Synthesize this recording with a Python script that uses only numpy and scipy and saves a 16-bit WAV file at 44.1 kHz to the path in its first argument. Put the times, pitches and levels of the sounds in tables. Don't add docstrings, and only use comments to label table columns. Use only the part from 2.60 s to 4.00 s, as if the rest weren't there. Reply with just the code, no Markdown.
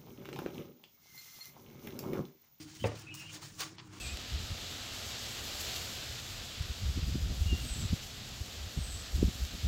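import sys
import numpy as np
from scipy import signal
from scipy.io import wavfile
from scipy.ndimage import uniform_filter1d

SR = 44100
rng = np.random.default_rng(int(sys.argv[2]) if len(sys.argv) > 2 else 0)


def int16_out(signal):
    q = np.round(np.clip(np.atleast_2d(signal).T, -1, 1) * 32767)
    wavfile.write(sys.argv[1], SR, q.astype(np.int16))


def volts_from_decibels(level):
    exponent = np.asarray(level, float) / 20
    return 10 ** exponent


N = 61739
TIME_S = np.arange(N) / SR


def rms_one(x):
    return x / np.sqrt(np.mean(x ** 2) + 1e-20)


def at_hz(points, hz):
    table_hz, table_db = np.transpose(points)
    return np.interp(np.log(hz), np.log(table_hz), table_db)


def drift(rate_hz):
    r = np.exp(-80 * np.pi * rate_hz / SR)
    noise = rng.standard_normal(N // 40 + 2002)
    slow = signal.lfilter([1], [1, -2 * r, r * r], noise)[2000:]
    return np.interp(np.arange(N) / 40, np.arange(len(slow)), rms_one(slow))


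def swell(peak_s, rise_s, fall_s):
    t = TIME_S - peak_s
    rise_db = 20 * t / max(rise_s, 1e-4)
    fall_db = -20 * t / max(fall_s, 1e-4)
    return volts_from_decibels(np.where(t < 0, rise_db, fall_db))


def swells(events):
    return sum(volts_from_decibels(level_db) * swell(peak_s, rise_s, fall_s) for peak_s, rise_s, fall_s, level_db in events)


def resonate(x, hz, width_hz):
    r = np.exp(-np.pi * width_hz / SR)
    zeros = np.array([1, 0, -1]) * (1 - r * r) / 2
    return signal.lfilter(zeros, [1, -2 * r * np.cos(2 * np.pi * hz / SR), r * r], x)


def bandpass(x, order, low_hz, high_hz):
    return signal.sosfilt(signal.butter(order, [low_hz, high_hz], "band", fs=SR, output="sos"), x)


def banded(sources, spectrum, patchy_db, envelope):
    edges_hz = 30 * 2 ** np.arange(0, 9.3, 1 / 3)
    centres_hz = np.sqrt(edges_hz[1:] * edges_hz[:-1])
    levels = volts_from_decibels(at_hz(spectrum, centres_hz))
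    norm = np.sqrt(np.sum(levels ** 2 * np.diff(edges_hz)) * 2 / SR)
    out = np.zeros(N)
    for k, hz in enumerate(centres_hz):
        band = bandpass(sources[k % 2], 2, edges_hz[k], edges_hz[k + 1])
        flicker = volts_from_decibels(patchy_db * drift(18.7))
        out += band * levels[k] / norm * flicker * envelope(hz)
    return out


def grit():
    fibres_per_s, spread_db = 8000, 2.5
    sizes = volts_from_decibels(spread_db * np.minimum(rng.exponential(1, (2, N)), 5))
    signs = rng.choice([-1, 1], (2, N))
    return rms_one(sizes * signs * (rng.random((2, N)) < fibres_per_s / SR))


# hz [Hz], density_db [dB per Hz]
AIR_SPECTRUM = [(40, -2), (120, -22), (320, -6), (480, -20.5), (1300, -20), (3000, -25.5), (6500, -25),
                (12000, -55)]
# pitch_hz [Hz], width_hz [Hz], level_db [dB]
FAN_HUM = [
    (101.2, 18, -59.5),
    (141, 28, -57.5),
    (184.8, 10.7, -66),
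]
# time_s [s], level_db [dB]
BLADE_LEVEL = [(0.0, -52.5), (0.22, -67), (0.24, -54), (0.432, -66.5), (0.454, -57.5), (0.598, -58.5),
               (0.626, -77), (0.762, -55.5), (0.848, -67), (1.042, -65), (1.062, -56), (1.23, -67),
               (1.312, -58), (1.4, -63)]


def room_tone():
    hum = 0
    for pitch_hz, width_hz, level_db in FAN_HUM:
        tone = resonate(rng.standard_normal(N + SR), pitch_hz, width_hz)
        tone = resonate(tone, pitch_hz, 1.47 * width_hz)[SR:]
        hum = hum + volts_from_decibels(level_db) * rms_one(tone)
    blade_hz, blade_width_hz = 311.7, 7.02
    phase = 2 * np.pi * np.cumsum(blade_hz + blade_width_hz * drift(12.9)) / SR
    blade_db = 3.3 * drift(24) + np.interp(TIME_S, *np.transpose(BLADE_LEVEL))
    blade = np.sqrt(2) * np.sin(phase) * volts_from_decibels(blade_db)
    air = volts_from_decibels(-63) * banded(rng.standard_normal((2, N)), AIR_SPECTRUM, 4.6, lambda hz: 1)
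    return hum + blade + air


# peak_s [s], rise_s [s], fall_s [s per 20 dB], level_db [dB]
FIRM_STROKES = [
    (0.554, 0.026, 0, -55.5),
    (0.747, 0.013, 0.06, -62),
    (0.834, 0.024, -0.02, -51),
    (.865, 0.058, -0.5, -58),
    (0.997, 0.012, -0.22, -51),
    (1.029, 0.036, -0.02, -51),
    (1.161, 0.034, 0.1, -69.5),
    (1.205, 0.014, 0.1, -58.5),
    (1.335, 0.026, 1.5, -60),
]


def presses():
    hz, width_hz = 1067, 380
    hum = resonate(resonate(grit()[0], hz, width_hz), hz, 2 * width_hz)
    return rms_one(hum) * swells(FIRM_STROKES)


# peak_s [s], rise_s [s], fall_s [s per 20 dB], level_db [dB]
FINGER_PATS = [
    (1.1838, .001, .012, -48),
    (1.192, .02, .03, -55),
    (1.2, .02, .016, -52),
    (1.23, .03, .06, -65),
    (0.83, .012, .07, -55),
    (0.36, .03, .03, -59),
]


def pats():
    dull = bandpass(grit()[0], 5, 810, 5140)
    return volts_from_decibels(-0.5) * rms_one(dull) * swells(FINGER_PATS)


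# peak_s [s], rise_s [s], fall_s [s per 20 dB], level_db [dB], tilt_db [dB per octave]
CLOTH_STROKES = [(0.005, 0.051, .1, -53, 0), (0.03, 0.081, 0.05, -55, 2.5), (0.087, 0.049, 0.23, -56.5, 1),
                 (0.116, .04, 0, -59, -1.5), (0.151, 0.028, 0.07, -56, 2.5), (0.173, 0.038, 0, -52.5, 0.5),
                 (0.215, 0.075, -0.04, -53, 0.7), (0.241, 0.08, -0.12, -51, 1.5),
                 (0.261, 0.016, -0.0355, -48, 2), (0.273, 0.043, 0.02, -47, 2),
                 (0.294, 0.025, 0.4, -56.5, -4), (0.355, 0.012, 0.2, -54.5, 0),
                 (0.399, 0.038, -0.01, -53.5, 5.5), (0.424, 0.053, -0.42, -57, 5),
                 (0.5413, 0.0015, 0.009, -44, 4.5), (0.5506, 0.0041, .02, -44.5, 7),
                 (0.571, 0.035, 0.26, -55, 0.5), (0.599, 0.058, .05, -52, 5), (0.62, 0.044, 0.1, -52.5, -1),
                 (.65, 0.026, -0.09, -58.5, -2.5), (0.7, 0.02, 0.15, -55.5, 1),
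                 (.733, 0.022, 0.086, -47.5, -0.5), (0.746, 0.043, 0.0342, -49, 3),
                 (0.761, 0.032, .03, -51.5, -3), (0.789, 0.056, 0.06, -60.5, -3),
                 (0.821, 0.018, 0.1, -51, -0.5), (0.831, 0.023, 0.11, -50.5, 3),
                 (0.85, 0.022, 0.07, -53, -1), (0.88, 0.045, 0.14, -59, -1.2),
                 (0.96, 0.18, 0.05, -59, 3.47), (0.9966, 0.02, 0.02, -40.5, 1.5),
                 (1.005, 0.0079, -0.0026, -40, -1), (1.007, 0.015, 0.0515, -36.5, -0.5),
                 (1.018, 0.037, 0.05, -40, 0), (1.034, 0.031, 0.06, -45, -2),
                 (1.063, 0.021, 0.1, -53.5, -2), (1.095, 0.066, -0.1, -58, 1),
                 (1.155, 0.024, -0.04, -64.5, 4), (1.28, 0.11, -0.4, -63, 2.5),
                 (1.337, 0.053, 0.07, -55.5, -1.5), (1.363, 0.066, 0.16, -58, -1),
                 (1.39, 0.082, -0.1, -58.5, 0.5)]
# hz [Hz], density_db [dB per Hz]
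CLOTH_SPECTRUM = [(200, -16.5), (650, -7.5), (1000, -6.5), (2500, -2.5), (6800, -3.5), (9500, -12.5),
                  (12500, -17), (15500, -23.5)]
# pitch_hz [Hz], width_hz [Hz], level_db [dB]
RULER_MODES = [(1159, 16, -20.5), (1694, 38, -20), (1406, 7.1, -25), (2025, 22, -30), (3158, 26, -22.5),
               (3450, 17, -40), (4390, 44, -19.5), (4830, 28, -16.5), (5500, 20, -19), (6460, 37, -16),
               (6820, 26, -18), (7300, 75, -31), (8720, 28, -24)]


def cloth():
    fibres = grit()
    shapes = [volts_from_decibels(level_db) * swell(peak_s, rise_s, fall_s)
              for peak_s, rise_s, fall_s, level_db, _ in CLOTH_STROKES]
    powers = np.array(shapes) ** 2
    tilts_db = np.array(CLOTH_STROKES)[:, 4]

    def envelope(hz):
        return np.sqrt(volts_from_decibels(2 * tilts_db * np.log2(hz / 5000)) @ powers)

    sing = 0
    for pitch_hz, width_hz, level_db in RULER_MODES:
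        tone = rms_one(resonate(fibres[0], pitch_hz, width_hz))
        sing = sing + volts_from_decibels(level_db + 2.9 * drift(4.0)) * envelope(pitch_hz) * tone
    return sing + banded(fibres, CLOTH_SPECTRUM, 1.2, envelope)


# start_s [s], peak_db [dB], low_hz [Hz], high_hz [Hz]
THREAD_SNAPS = [(.2396, -33, 1500, 4200), (.2408, -31, 1500, 4200), (.2443, -32, 1500, 3800),
                (.2625, -35, 2500, 9000), (.2725, -38, 2500, 10000), (0.5422, -38, 3000, 11000),
                (.55, -37, 3000, 13000), (.755, -39, 1500, 9000), (0.7615, -40, 1500, 9000),
                (0.9958, -31, 2500, 8000), (1.0033, -29, 3000, 15000), (1.0047, -29, 2500, 9000),
                (1.0064, -22, 2500, 15000), (1.0125, -29, 2000, 9000), (1.1832, -39, 1000, 5600)]


def snaps():
    out = np.zeros(N)
    for start_s, peak_db, low_hz, high_hz in THREAD_SNAPS:
        click = np.zeros(400)
        click[0] = 2 * volts_from_decibels(peak_db)
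        i = int(start_s * SR)
        out[i:i + len(click)] += bandpass(click, 3, low_hz, high_hz)
    return out


# start_s [s], length_s [s], pitch_hz [Hz], width_hz [Hz], level_db [dB]
PLASTIC_SQUEAKS = [(0.201, 0.008, 3050, 90, -52), (0.214, 0.0088, 3090, 100, -54),
                   (0.224, 0.008, 3204, 121, -52), (0.235, 0.0029, 3000, 150, -55),
                   (0.471, 0.046, 2572, 55.5, -50.5), (0.485, 0.011, 2360, 78.6, -56),
                   (0.512, 0.023, 2865, 50, -49), (0.522, 0.026, 2532, 70.4, -57),
                   (0.55, 0.0072, 2860, 90, -62), (0.55, 0.027, 2820, 60, -60),
                   (0.572, 0.0072, 2830, 70, -52), (0.596, 0.038, 2565, 70, -54.5),
                   (0.599, 0.043, 2805, 70.5, -53), (0.658, 0.0075, 2826, 81, -49),
                   (0.667, .012, 3140, 90, -59), (0.685, 0.017, 2440, 200, -56),
                   (0.691, 0.018, 2880, 202, -51.5), (0.713, 0.0055, 3440, 100, -60)]


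def squeaks():
    rise_s, fall_s, evenness = 0.008, 0.035, 0.65
    out = np.zeros(N)
    for start_s, length_s, pitch_hz, width_hz, level_db in PLASTIC_SQUEAKS:
        tone = resonate(rng.standard_normal(N), pitch_hz, width_hz)
        tone = resonate(tone, pitch_hz, 3 * width_hz)
        flutter = uniform_filter1d(np.abs(tone) + 1e-9, size=200)
        tone = rms_one(tone / flutter ** evenness)
        rise_db = 20 * (TIME_S - start_s) / rise_s
        fall_db = 20 * (start_s + length_s - TIME_S) / fall_s
        out += tone * volts_from_decibels(level_db + np.minimum(0, np.minimum(rise_db, fall_db)))
    return out


# centre_s [s], half_length_s [s], level_db [dB]
PALM_PUSHES = [
    (.225, 0.0014, -32),
    (.2337, 0.0017, -37),
]
# start_s [s], pitch_hz [Hz], peak_db [dB], t60_s [s]
TABLE_BOOMS = [
    (0.203, 88, -37, 0.16),
    (0.2283, 104, -51, 0.22),
    (0.2398, 110, -25.5, 0.13),
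    (0.2491, 108.2, -38, 0.86),
    (0.2419, 196, -30.5, 0.13),
    (0.243, 148, -36, 0.11),
    (0.245, 80.2, -35.5, 0.3),
]


def booms():
    out = np.zeros(N)
    for centre_s, half_length_s, level_db in PALM_PUSHES:
        u = (TIME_S - centre_s) / half_length_s
        out += volts_from_decibels(level_db) * (1 - u ** 2) * np.exp(-u ** 2 / 2)
    rise_s = 0.003
    for start_s, pitch_hz, peak_db, t60_s in TABLE_BOOMS:
        t = np.maximum(TIME_S - start_s, 0)
        decay = volts_from_decibels(peak_db - 60 * t / t60_s)
        out += decay * np.sin(2 * np.pi * pitch_hz * t) * (1 - np.exp(-t / rise_s))
    return out


# [Hz, low-pass cut]
TABLE_KNOCKS = [
    (0.2409, -31, 4000),
    (0.2428, -27.5, 2940),
    (0.2465, -30, 1500),
    (0.2578, -38, 1500),
    (0.2715, -42, 2500),
    (0.278, -38, 2030),
    (0.296, -40, 1190),
    (0.318, -40, 2500),
    (0.342, -41.5, 700),
    (0.358, -43.5, 700),
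]
# pitch_hz [Hz], level_db [dB], t60_s [s]
KNOCK_MODES = [(286, -15.5, 0.16), (417, -13, 0.11), (471, -7.5, 0.24), (530.4, -3.5, 0.062),
               (585, -5, 0.07), (3730, -13, 0.025), (721, -12, 0.086), (872, -9, 0.056), (1182, -18, 0.14),
               (1846, -11.5, 0.049), (2020, -10, 0.036), (2320, -4, 0.025), (2610, -10, 0.039),
               (3080, -31, 0.02)]
# hz [Hz], density_db [dB per Hz]
RATTLE_SPECTRUM = [(120, -32), (300, -8.5), (480, 0.5), (1000, -11.5), (2500, -12.5), (4000, -25),
                   (8000, -58)]


def knocks():
    spread_db, rise_cycles = 1, 0.13
    out = np.zeros(N)
    t = np.arange(SR // 2) / SR
    for start_s, knock_db, hardness_hz in TABLE_KNOCKS:
        rings = np.zeros(len(t))
        for pitch_hz, mode_db, t60_s in KNOCK_MODES:
            decay = volts_from_decibels(knock_db + mode_db + spread_db * rng.normal() - 60 * t / t60_s)
            rise = 1 - np.exp(-t * pitch_hz / rise_cycles)
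            rings += decay * np.sin(2 * np.pi * pitch_hz * t) * rise
        i = int(start_s * SR)
        out[i:i + len(t)] += signal.lfilter(*signal.butter(2, hardness_hz, fs=SR), rings)
    palm_s, palm_db_per_s = 0.36, 500
    out *= volts_from_decibels(-palm_db_per_s * np.maximum(TIME_S - palm_s, 0))

    def tail(hz):
        return swell(0.242, 0.0024, 0.088 * (500 / hz) ** 0.067)

    return out + volts_from_decibels(-34) * banded(grit(), RATTLE_SPECTRUM, 2, tail)


def scene():
    background = room_tone()
    hands = presses() + pats() + cloth()
    ruler = snaps() + squeaks()
    table = booms() + knocks()
    return (background + hands + ruler + table)[None]


def roll_off(x):
    return signal.sosfilt(signal.butter(12, 17020, fs=SR, output="sos"), x)


def record(dry):
    x = signal.sosfilt(signal.butter(3, 47.4, "high", fs=SR, output="sos"), dry)
    x = x - 0.57 * resonate(x, hz=12600, width_hz=6200)
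    x = x + volts_from_decibels(10) * resonate(x, hz=15200, width_hz=730)
    x = signal.sosfilt(signal.ellip(12, 1, 70, 15800, fs=SR, output="sos"), x)
    return roll_off(x)


dry = scene()
out = record(dry)
int16_out(out)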